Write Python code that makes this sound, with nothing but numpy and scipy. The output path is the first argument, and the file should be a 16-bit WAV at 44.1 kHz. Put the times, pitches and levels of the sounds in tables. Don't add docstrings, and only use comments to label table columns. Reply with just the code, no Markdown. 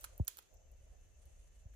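import sys
import numpy as np
from scipy import signal
from scipy.fft import rfft, irfft
from scipy.io import wavfile
from scipy.ndimage import uniform_filter1d

SR = 44100
rng = np.random.default_rng(int(sys.argv[2]) if len(sys.argv) > 2 else 0)


def master(y):
    cut = np.clip(np.atleast_2d(y).T, -1, 1)
    pcm = np.round(cut * 32767)
    wavfile.write(sys.argv[1], SR, pcm.astype(np.int16))


N = 77175
T = np.arange(N) / SR
FFT_SIZE = 2 * N
HZ = np.maximum(np.arange(N + 1) * SR / FFT_SIZE, 1)
SIDES = np.array([[.5], [-.5]])
LEFT_LAG_S = 0.0002327
KNOCK_HZ, KNOCK_WIDTH_HZ = 1455, 385


def undb(db):
    return 10 ** (np.asarray(db) / 20)


def unit(x):
    return x / np.sqrt(np.mean(x ** 2))


def fader(points):
    return np.interp(T, *np.array(points).T)


def colour(points):
    hz, db = np.array(points).T
    return undb(np.interp(np.log(HZ), np.log(hz), db))


def peak(hz, width_hz):
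    return 1 / np.hypot(1, (HZ ** 2 - hz ** 2) / (HZ * width_hz))


def tilt(db_per_octave):
    return undb(db_per_octave * np.log2(np.maximum(HZ, 500) / 9000))


def equalise(x, gain):
    cepstrum = irfft(np.log(gain + 1e-7))
    cepstrum[1:N] *= 2
    cepstrum[N + 1:] = 0
    return irfft(rfft(x, FFT_SIZE) * np.exp(rfft(cepstrum)))[..., :N]


def noise(gain, likeness=0):
    mid, side = irfft(rfft(rng.standard_normal((2, FFT_SIZE))) * gain)[:, :N]
    return unit(np.sqrt(1 + likeness) * mid + np.sqrt(1 - likeness) * side * 2 * SIDES)


def wander(rate_hz):
    span = int(SR / rate_hz)
    drift = uniform_filter1d(rng.standard_normal(N), span, mode="wrap")
    return unit(uniform_filter1d(drift, span, mode="wrap"))


def place(x, pan_db, lag_s=0):
    delay = np.exp(-2j * np.pi * HZ * lag_s * SIDES)
    return irfft(rfft(x, FFT_SIZE) * delay)[..., :N] * undb(pan_db * SIDES)


def burst(start_s, decay_s):
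    envelope = (T >= start_s) * np.exp(-np.abs(T - start_s) / decay_s)
    x = rng.standard_normal(N) * envelope
    for _ in range(2):
        spectrum = rfft(x)
        x = irfft(spectrum / (np.abs(spectrum) + 1e-9), N) * np.sqrt(envelope)
    return x / np.sqrt(np.sum(x ** 2))


# freq_hz, gain_db
RUMBLE_EQ = [(12, -37), (25, 1), (43, 3.5), (62, 2), (100, -12.5), (200, -32.5), (400, -42.5), (900, -119)]
def rumble():
    dip_start_s, dip_end_s, fade_s, dip_db = 0.24, 0.51, .03, -12.5
    dip = np.clip((T - dip_start_s) / fade_s + .5, 0, 1) * np.clip((dip_end_s - T) / fade_s + .5, 0, 1)
    return noise(colour(RUMBLE_EQ), likeness=0.79) * undb(-60 + dip_db * dip)


# freq_hz, gain_db
AIR_EQ = [(100, 0.5), (250, 0), (450, 2.5), (700, -5.5), (850, -9.5), (1300, -9), (2000, -6.5), (2900, -12),
          (3400, -12), (5000, -15.5), (9000, -23), (14000, -16.5), (16000, -49)]
def room_air():
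    return noise(colour(AIR_EQ), likeness=0.21) * undb(-77.5 + 0.74 * wander(7.6))


# pitch_hz, level_db
WHINES = [(1734, -95.5), (2676, -90.5), (2973, -91.5)]
def whines():
    return sum(undb(db) * noise(peak(hz, width_hz=22) ** 2) for hz, db in WHINES)


# centre_hz, width_hz, gain_db
HISS_BANDS = [(6270, 830, -8), (7150, 570, -11.5)]
# time_s, trim_db
HISS_RIDE = [(0, 6), (.17, 2), (.3, -10.5), (.56, 2.5), (.68, -1), (1.75, -0.5)]
def hiss():
    bands = sum(undb(db) * peak(hz, width_hz) ** 2 for hz, width_hz, db in HISS_BANDS)
    return place(noise(bands) * undb(-78 + fader(HISS_RIDE) + 1.1 * wander(190)), pan_db=2.5)


# time_s, level_db
HANDLING_RIDE = [(0, -78.5), (.13, -70.5), (.45, -93), (.53, -73), (.72, -80), (.92, -75), (1.1, -82.5),
                 (1.24, -75.5), (1.5, -82), (1.68, -79), (1.75, -81)]
def handling():
    hollow = noise(peak(hz=580.5, width_hz=246) ** 2, likeness=0.11)
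    return hollow * undb(fader(HANDLING_RIDE) + 2 * wander(42))


# freq_hz, gain_db
RUSTLE_EQ = [(300, -14.5), (1000, 6.5), (3000, 7.5), (5000, 4.5), (8500, 13.5), (10500, 9.5), (15000, -15)]
# time_s, level_db
RUSTLE_RIDE = [(0, -62), (.1, -77), (.65, -94), (.85, -86), (.96, -84.5), (1.02, -83), (1.09, -83),
               (1.36, -83.5), (1.45, -83), (1.56, -80), (1.66, -90.5), (1.75, -82)]
def rustle():
    texture = noise(colour(RUSTLE_EQ)) * undb(fader(RUSTLE_RIDE) + 4 * wander(76))
    return place(texture, pan_db=-2.5)


# start_s, peak_db, glide_hz, contact_hz
THUMPS = [(0.1981, -25, 105.4, 710), (.706, -58.5, 29.4, -9), (0.9185, -51, 30.2, 8), (1.2522, -50, 40, 1),
          (1.6531, -45, 92, -4)]
def thumps():
    bass_hz, rise_s, glide_s, contact_s = 41.7, 0.011, 0.015, 0.0019
    tap_hz, tap_delay_s, tap_width_s = 643, 0.0012, 0.001
    bass_lag_s = 0.0018
    out = np.zeros((2, N))
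    for start_s, peak_db, glide_hz, contact_hz in THUMPS:
        lag_s = LEFT_LAG_S + bass_lag_s * (1 - np.exp(-np.maximum(T - start_s, 0) / glide_s))
        since = T - start_s - lag_s * SIDES
        age = np.maximum(since, 0)
        cycles = bass_hz * age + glide_hz * glide_s * (1 - np.exp(-age / glide_s))
        cycles += contact_hz * contact_s * (1 - np.exp(-age / contact_s))
        envelope = (age / rise_s * np.exp(1 - age / rise_s)) ** 1.97
        tap = undb(-13.5) * contact_hz / tap_hz * np.sin(2 * np.pi * tap_hz * since)
        tap *= np.exp(-((since - tap_delay_s) / tap_width_s) ** 2)
        out += undb(peak_db) * (envelope * np.sin(2 * np.pi * cycles) + tap)
    return out


def room_tail():
    predelay_s, low_t60_s, high_t60_s, crossover_hz = 0.011, 0.45, 0.1845, 6000
    age = np.maximum(T - predelay_s, 0)
    low = noise(1 / np.hypot(1, (HZ / crossover_hz) ** 2)) * 1000 ** (-age / low_t60_s)
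    high = noise(1 / np.hypot(1, (crossover_hz / HZ) ** 2)) * 1000 ** (-age / high_t60_s)
    tail = unit((low + 0.64 * high) * (age > 0)) / np.sqrt(N)
    send_db = -14 - 8 * peak(KNOCK_HZ, KNOCK_WIDTH_HZ) ** 2
    return equalise(tail, undb(send_db) * tilt(-1))


def echoes(x):
    shell = undb(-10) * np.array([burst(start_s=0, decay_s=0.00304) for _ in range(2)])
    shelf = np.array([burst(start_s=0.0026, decay_s=0.00684) for _ in range(2)])
    response = shell + equalise(shelf, undb(-7.5) * tilt(-1.5)) + room_tail()
    shell_ring = np.hypot(1, undb(2) * peak(hz=3300, width_hz=260))
    return signal.fftconvolve(x, equalise(response, shell_ring), axes=1)[:, :N]


# centre_s, spread_s, level_db, pitch_hz, pan_db
SCRAPES = [(0.2724, 0.0011, -51.5, 6500, -7), (0.2777, 0.00083, -49, 6850, -19),
           (0.548, 0.0025, -82.5, 6000, 6), (.571, 0.001, -66, 6300, -2), (1.74, 0.0048, -72.5, 2010, 1)]
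def beak_scrapes():
    out = np.zeros((2, N))
    for centre_s, spread_s, level_db, pitch_hz, pan_db in SCRAPES:
        swell = np.exp(-.5 * ((T - centre_s) / spread_s) ** 2)
        rub = noise(peak(pitch_hz, width_hz=1300) ** 2) * swell
        out += place(rub * undb(level_db), pan_db)
    return out


# freq_hz, gain_db
CRACK_EQ = [(150, -32.5), (450, -19.5), (1000, -12), (2200, -10), (3300, -6.5), (4500, -6.5), (5500, -4.5),
            (7000, -0.5), (8800, -5.5), (10800, 7), (11800, -15.5), (12900, -3.5), (14400, 3), (15200, -14),
            (17000, -19)]
# start_s, level_db, crumble_ms, tilt_db_per_octave, knock_db, ring_trim_db, pan_db
BITES = [(.001, -68, 2.8, 4, -12, -13, 15), (.0085, -50.5, 6, 18, -12, 9, 4),
         (0.0288, -62, 3.6, -8.5, -17, -2, 4), (0.0331, -56, 3.1, -3, -12, 3, -16),
         (0.0414, -42.5, 2.7, -4, 8, -16, -0.5), (0.0423, -37.5, 0.75, 0, 22.5, -21.5, 5),
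         (.046, -44, 1.08, -0.5, 2, -28, -16), (0.1794, -48, 0.28, 2, -15, 9, 1),
         (0.249, -56, 0.65, 4, -14, -3, 0), (0.28, -26, 0.32, -0.54, 4.5, -3, -2.5),
         (.371, -45, 1.3, -2, 4, -0.5, -3), (0.383, -49.5, .9, -4, -10, -0.5, 0),
         (0.3868, -49, 1.6, -4.5, 10, -2.5, 2), (0.3884, -44, .9, -4.5, -14, 0, -3),
         (0.4253, -60.5, 0.95, -2, -4, -16, 2), (0.473, -76, 0.91, -13, -8, -11, -1),
         (0.5408, -62.5, 2.8, 1, -12, 6, 3), (0.716, -63, 2.5, 7, -2, -21, -1),
         (1.256, -62.5, 0.95, 1.5, -12, -25, -2), (1.739, -67, 7.6, 4, -10, 3, 0)]
def beak_cracks():
    out = np.zeros((2, N))
    for start_s, level_db, crumble_ms, slope, knock_db, ring_trim_db, pan_db in BITES:
        knock = np.hypot(1, undb(knock_db) * peak(KNOCK_HZ, KNOCK_WIDTH_HZ) ** 2)
        ring = np.hypot(1, undb(10 + ring_trim_db) * peak(hz=13840, width_hz=2300))
        fractures = burst(start_s, crumble_ms / 1000)
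        crack = equalise(fractures, colour(CRACK_EQ) * knock * ring * tilt(slope))
        crack *= np.sqrt(SR / 1000 / np.sum(crack ** 2))
        out += place(crack * undb(level_db), pan_db, LEFT_LAG_S)
    return out


def scene():
    beak = beak_cracks() + beak_scrapes()
    left, right = beak + echoes(beak)
    shadow = undb(-2.5 * peak(hz=5380, width_hz=14000) ** 2)
    bird = np.array([equalise(left, shadow), right]) + thumps() + rustle()
    return bird + rumble() + handling() + room_air() + hiss() + whines()


def record(dry):
    return signal.sosfilt(signal.ellip(8, .2, 70, 16500, fs=SR, output="sos"), dry)


dry = scene()
out = record(dry)
master(out)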